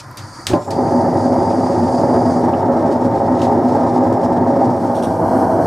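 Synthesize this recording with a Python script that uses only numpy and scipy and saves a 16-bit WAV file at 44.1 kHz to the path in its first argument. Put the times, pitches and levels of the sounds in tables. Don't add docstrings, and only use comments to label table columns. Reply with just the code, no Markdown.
import sys
import numpy as np
from scipy import signal
from scipy.fft import rfft, irfft, next_fast_len
from scipy.io import wavfile
from scipy.ndimage import uniform_filter1d, minimum_filter1d, map_coordinates

SR = 44100
rng = np.random.default_rng(int(sys.argv[2]) if len(sys.argv) > 2 else 0)


def how_loud(loudness_db):
    steps = np.asarray(loudness_db, float) / 20
    return 10 ** steps


def wav_record(signal):
    frames = np.transpose(np.atleast_2d(signal))
    bounded = np.clip(frames, -1, 1)
    quanta = np.round(bounded * 32767).astype(np.int16)
    wavfile.write(sys.argv[1], SR, quanta)


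N = 249606
SIZE = next_fast_len(N + SR // 2, True)
T = np.arange(N) / SR
HZ = np.arange(SIZE // 2 + 1) * SR / SIZE + 1e-3
ECHO_S = T[:SR // 2]


def noise():
    return rng.standard_normal(N)


def level(x):
    return x / np.sqrt(np.mean(x ** 2))


def gain_curve(table):
    return how_loud(np.interp(T, *np.transpose(table)))


def slope(points):
    hz, db = np.transpose(points)
    return how_loud(np.interp(np.log(HZ), np.log(hz), db))


def ringing(modes):
    return sum(how_loud(db) / (1 + 1j * (HZ - hz ** 2 / HZ) / width) for hz, width, db in modes)


def through(x, gain):
    return irfft(rfft(x, SIZE) * gain, SIZE)[:N]


def walk(rate):
    k = int(SR / rate)
    steps = np.repeat(rng.standard_normal(N)[:N // k + 1], k)
    slewed = uniform_filter1d(uniform_filter1d(steps, k), k)
    return level(slewed[:N])


def echo(t60):
    onset = np.clip(ECHO_S / 0.0026, 0, 1)
    tail = rng.standard_normal(len(ECHO_S)) * how_loud(-60 * ECHO_S / t60) * onset
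    return rfft(tail / np.sqrt(np.sum(tail ** 2)), SIZE)


def gate(on_s, rise_s, off_s, t60):
    return np.clip((T - on_s) / rise_s, 0, 1) * how_loud(-60 * np.clip(T - off_s, 0, None) / t60)


DISSOLVE_S, DISSOLVE_DIP_DB = (4.67, 5.33), -3.5


def dissolve(front, beside):
    turn = np.pi / 2 * np.interp(T, DISSOLVE_S, (0, 1))
    sag = how_loud(DISSOLVE_DIP_DB * np.sin(2 * turn))
    return sag * (np.cos(turn) * front + np.sin(turn) * beside)


# time in seconds, level in dB.
IGNITE = [(.49, -57), (.5, -23), (.528, -25), (.538, -14), (.595, -21), (.645, -36), (.69, -17.5),
          (.75, -19), (.78, -14)]
# time in seconds, level in dB.
BURN = [(1.0, -14), (1.75, -14), (2.3, -13), (2.9, -13), (3.3, -14.5), (3.55, -12.5), (4.1, -13.5),
        (4.5, -13.5), (5.66, -13)]
# frequency in Hz, width in Hz, level in dB.
FRONT = [(104.2, 3.7, -10), (120.8, 21.7, -12), (147, 28, -19), (176.1, 8.9, -10), (194.6, 9.3, -13.5),
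         (246.6, 4.3, -5), (253.8, 12, 0), (282.1, 11.8, -6), (299.5, 17, -19), (331.2, 38, -5.5),
         (362.5, 20.6, -10), (410.3, 24, -9.5), (451, 8.6, -10.5), (500.7, 20, -11), (550, 18.7, -2),
         (577, 7.8, -10), (602, 4.8, -4.5), (635, 14.4, -14.5), (667, 37, -7.5), (719.7, 15, -9.5),
         (777.3, 51, -10.5), (797.5, 35, -13), (853.4, 14, -13.5), (895, 14.2, -8), (1012.7, 8.2, -13),
         (1167, 18, -18), (1281, 125, -6)]
# frequency in Hz, width in Hz, level in dB.
BESIDE = [(103, 15, -7), (163, 21, -7.5), (192, 14, -5), (236.4, 4.4, -5.5), (262, 45, -2.5),
          (340, 81, -1.5), (407, 22, -21.5), (484, 64, -2.5), (520, 8.5, -15.5), (580, 11, 3.5),
          (648, 44, 2), (677, 51, -7), (770, 14.5, 4), (880, 10, -3), (900, 1.7, -47), (957, 12, -5)]
# frequency in Hz, level in dB.
REACH = [(30, -21), (60, -28), (90, 3.5), (950, 1), (1400, -25.5), (2600, -36)]
# frequency in Hz, level in dB.
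BROAD = [(25, -49), (42, -29), (65, -30), (120, -50), (900, -50), (1100, -23.5), (1300, -36), (1500, -32.5),
         (1750, -32), (1950, -38), (2250, -43), (2600, -78.5), (3300, -110)]
# frequency in Hz, level in dB.
BROAD_BESIDE = [(30, -50), (70, -13.5), (300, -4.5), (800, -56), (1100, -13), (1300, -17), (1600, -20),
                (1850, -31.5), (2250, -39), (2600, -64), (3300, -110)]


def roar():
    ripple = (1 + how_loud(-1.5) * echo(0.23)) / 1.355
    places = []
    for modes, broad in (FRONT, BROAD), (BESIDE, BROAD_BESIDE):
        eddies = noise() * how_loud(1.5 * walk(150) + 0.5 * walk(29.66))
        body = slope(REACH) * ringing(modes) + slope(broad) * ripple
        places.append(level(through(eddies, body)))
    return gain_curve(IGNITE + BURN) * dissolve(*places)


JET_DB, JET_COLD_DB, JET_WARM_S = -47.5, -54, (0.25, 1.6)
JET_SURGE_DB, JET_SURGE_T60_S = -39.5, 0.12
JET_PER_FLAME_DB, JET_SAG_DB_PER_S = 0.2, 0.5
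SHUT_S = 2.41


def jet_flow():
    flame_db = np.interp(T, *np.transpose(BURN))
    warm_db = np.interp(T, JET_WARM_S, (JET_COLD_DB, JET_DB))
    db = warm_db + JET_PER_FLAME_DB * (flame_db - flame_db.mean())
    steady = how_loud(db - JET_SAG_DB_PER_S * np.clip(T - SHUT_S, 0, None))
    return steady + how_loud(JET_SURGE_DB - 60 * T / JET_SURGE_T60_S)


# frequency in Hz, level in dB.
HISS = [(1410, -28), (2400, 4), (2640, -2), (3300, 0), (4180, 0.5), (4460, 3), (5480, 6.5), (5930, 0),
        (7180, -1), (9330, -5.5), (12500, -19), (15000, -40), (16000, -34)]
# frequency in Hz, level in dB.
HISS_BESIDE = [(1410, -43), (2400, 2), (2540, -14), (2730, -5), (3300, -2.5), (3660, -14), (4250, 0),
               (5180, 0.5), (5700, 1), (7010, -5.5), (8410, -4.5), (11700, -7), (16000, -22)]
# frequency in Hz, width in Hz, level in dB.
EDGE_TONE = [(8550, 130, 3)]


def jet():
    hiss = noise()
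    ripple = 1 + how_loud(-6.0) * echo(0.13)
    flutter = how_loud(1.0 * walk(28.08) + 2.3 * walk(90))
    front = level(through(hiss * flutter, slope(HISS) * ripple))
    rim = 1 + ringing(EDGE_TONE)
    beside = level(through(hiss * how_loud(1.2 * walk(28)), slope(HISS_BESIDE) * ripple * rim))
    return jet_flow() * dissolve(front, how_loud(2.5) * beside)


TORCH_DB, LEAK_DB, TRIGGER_DB = -47, -50.5, -49
PRESS_S, HELD_S = 0.171, (0.56, 0.705)
VALVE_RISE_S, VALVE_T60_S, SETTLE_S = 0.05, 0.11, 0.06
PUFF_DB, PUFF_RISE_S, PUFF_T60_S = (-35.5, -34.5), 0.004, 0.089


def valve():
    puffs = sum(how_loud(db) * gate(s, PUFF_RISE_S, s + PUFF_RISE_S, PUFF_T60_S)
                for s, db in zip((PRESS_S, HELD_S[1]), PUFF_DB))
    flow = gate(PRESS_S, VALVE_RISE_S, HELD_S[0], VALVE_T60_S)
    flow += gate(HELD_S[1], SETTLE_S, SHUT_S, VALVE_T60_S)
    leak = how_loud(LEAK_DB) * gate(-0.68, 1, PRESS_S, VALVE_T60_S)
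    return leak + how_loud(TORCH_DB) * flow + puffs


# frequency in Hz, width in Hz, level in dB.
WHISTLE = [(4640, 170, -12), (4860, 110, 1), (5080, 200, -11), (5430, 200, -10), (6200, 900, -13)]
# frequency in Hz, width in Hz, level in dB.
OVERTONE = [(9300, 300, -12)]
# frequency in Hz, width in Hz, level in dB.
TRIGGER = [(5460, 360, -6), (7240, 600, -2), (10400, 400, -7)]
NOZZLE_FLOOR_DB = -24
COLD_PITCH, WARM_S = 0.972, (0.75, 1.2)


def torch():
    gas_noise = noise() * how_loud(1.5 * walk(13.73))
    narrow = slope([(3300, -26), (4500, 0), (9450, 0), (9900, -7), (10800, -8), (13000, -24)])
    bands = np.hypot(np.abs(ringing(WHISTLE)), how_loud(NOZZLE_FLOOR_DB))
    song = through(gas_noise, bands * narrow)
    pitch = np.interp(T, WARM_S, (COLD_PITCH, 1))
    song = map_coordinates(song, [np.cumsum(pitch)], order=3)
    overtone = through(gas_noise, ringing(OVERTONE) * narrow)
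    whistle = how_loud(2.5) * valve() * level(song + overtone)
    held = gate(HELD_S[0], VALVE_RISE_S, HELD_S[1] - 0.015, 0.08)
    return whistle + how_loud(TRIGGER_DB) * held * level(through(gas_noise, ringing(TRIGGER) * narrow))


GAS_DB, GAS_RISE_DB_PER_S, GAS_SPARK_S, GAS_FLARE_DB, GAS_LIT_S = -36.5, 10.5, 0.43, -27.5, 0.565
GAS_LEFT_DB, GAS_BURN_S, GAS_FADE_DB_PER_S = -39, 0.047, 27


def gas_flow():
    times = (0, GAS_SPARK_S, GAS_LIT_S, GAS_LIT_S + GAS_BURN_S)
    spark_db = GAS_DB + GAS_RISE_DB_PER_S * GAS_SPARK_S
    db = np.interp(T, times, (GAS_DB, spark_db, GAS_FLARE_DB, GAS_LEFT_DB))
    return how_loud(db - GAS_FADE_DB_PER_S * np.clip(T - times[-1], 0, None))


# frequency in Hz, level in dB.
GAS = [(24, -53), (40, -15), (75, -19), (100, 4), (130, -0.5), (190, -13.5), (320, -8.5), (450, -20),
       (700, -13.5), (900, -9.5), (1400, -14), (1900, -20), (2300, -30), (3200, -69)]


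def gas():
    rush = noise() * how_loud(1.3 * walk(40.2))
    return gas_flow() * level(through(rush, slope(GAS) * (1 + how_loud(-10) * echo(0.038))))


# start in seconds, peak in dB, frequency in Hz, t60 in seconds.
THUMPS = [
    (.494, -27, 252, 0.43),
    (.503, -12, 374, 0.093),
    (.522, -19, 104.4, 0.35),
    (.535, -3, 326, 0.072),
    (.537, -16, 586, 0.29),
    (.537, -20.5, 1030, 0.31),
]


def thumps():
    out = np.zeros(N)
    for s, db, hz, t60 in THUMPS:
        swing = np.sin(2 * np.pi * hz * ECHO_S)
        out[int(s * SR):][:len(ECHO_S)] += how_loud(db - 60 * ECHO_S / t60) * swing
    return out


# frequency in Hz, level in dB.
ECHO = [(1180, -6), (2000, -1.5), (2980, -5), (3680, -2.5), (5250, -3.5), (9580, -11), (11300, -24),
        (12800, -18), (16000, -25)]


def shop_answer():
    return level(through(noise(), slope(ECHO)))


# start in seconds, peak in dB, lowest Hz, highest Hz, shop echo in dB.
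CLICKS = [(.1125, -35, 8000, 16000, -9), (0.1718, -20, 2000, 13000, -5.5), (0.4686, -3, 1210, 8400, -10),
          (0.534, -21.5, 900, 2550, -26), (.6564, -38, 3000, 16000, -30), (0.7063, -23, 1500, 10800, -4),
          (2.43, -53, 6000, 8000, -22), (2.536, -31.5, 2570, 3050, -24), (3.393, -34, 3500, 10000, -10),
          (3.4173, -20, 1300, 4200, -11), (3.435, -31, 2500, 8000, -12), (4.127, -32, 1900, 8900, -8)]
SHOP_T60_S = 0.22
RING_CYCLES, RING_MOST_S = 72, 0.06


def clicks(answer):
    out = np.zeros(N)
    for s, db, low_hz, high_hz, echo_db in CLICKS:
        t60 = min(RING_CYCLES / (high_hz - low_hz), RING_MOST_S)
        burst = rng.standard_normal(len(ECHO_S)) * how_loud(-60 * ECHO_S / t60)
        band = signal.butter(2, (low_hz, high_hz), "band", fs=SR, output="sos")
        crack = signal.sosfilt(band, burst)
        here = slice(int(s * SR), int(s * SR) + len(ECHO_S))
        tail = how_loud(echo_db - 8.5 - 60 * ECHO_S / SHOP_T60_S) * answer[here]
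        out[here] += how_loud(db) * (crack / np.abs(crack).max() + tail)
    return out


# start in seconds, level in dB, rise in seconds, length in seconds.
SCRAPES = [
    (4.946, -43, .006, .03),
    (5.023, -38.5, .003, .025),
]
# frequency in Hz, width in Hz, level in dB.
SCRAPE = [(3600, 1400, 0.5), (5670, 420, 2), (8400, 1200, -3.5), (9200, 710, -17), (13000, 2500, -20)]
SCRAPE_T60_S = 0.18


def scrapes():
    grit = noise() * how_loud(1.8 * walk(300))
    rub = level(through(grit, ringing(SCRAPE) * slope([(10500, 0), (16000, -10)])))
    return sum(how_loud(db) * rub * gate(s, rise, s + length, SCRAPE_T60_S) for s, db, rise, length in SCRAPES)


SLIDE_S, SLIDE_DB, SLIDE_RISE_S, SLIDE_END_S, SLIDE_T60_S = 3.368, -43.5, 0.015, 3.455, 0.13


def slide(answer):
    rub = through(answer, slope([(7000, -1), (12000, -14)]))
    return how_loud(SLIDE_DB) * rub * gate(SLIDE_S, SLIDE_RISE_S, SLIDE_END_S, SLIDE_T60_S)


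def handling():
    answer = shop_answer()
    return clicks(answer) + scrapes() + slide(answer)


# frequency in Hz, level in dB.
AIR = [(7000, -29), (9500, 4), (12000, 4.5), (14000, 2), (15000, -6), (15600, -15)]
AIR_DB = -64


def air():
    return how_loud(AIR_DB) * level(through(noise(), slope(AIR)))


# frequency in Hz, side minus mid in dB.
SIDE_DB = [(30, -10), (60, -18.5), (200, -24), (380, -15), (700, -17.5), (1300, -13), (2400, -11.5),
           (4400, -12.5), (5600, -21.5), (8200, -19.5), (9200, -7.5), (11800, -1.5), (12800, -29)]


def scene():
    mid = roar() + jet() + torch() + gas() + thumps() + handling() + air()
    side = through(mid, slope(SIDE_DB) * echo(0.065))
    return np.array([mid + side, mid - side])


def top_cut(x):
    return signal.sosfilt(signal.butter(12, 16990, fs=SR, output="sos"), x)


def record(dry):
    top = slope([(15500, 0), (15800, -70)])
    room = np.minimum(1, 0.97 / (np.abs(dry).max(axis=0) + 1e-9))
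    gain = uniform_filter1d(minimum_filter1d(room, size=301), size=301)
    mix = np.array([through(port, top) for port in gain * dry])
    return top_cut(mix)


dry = scene()
out = record(dry)
wav_record(out)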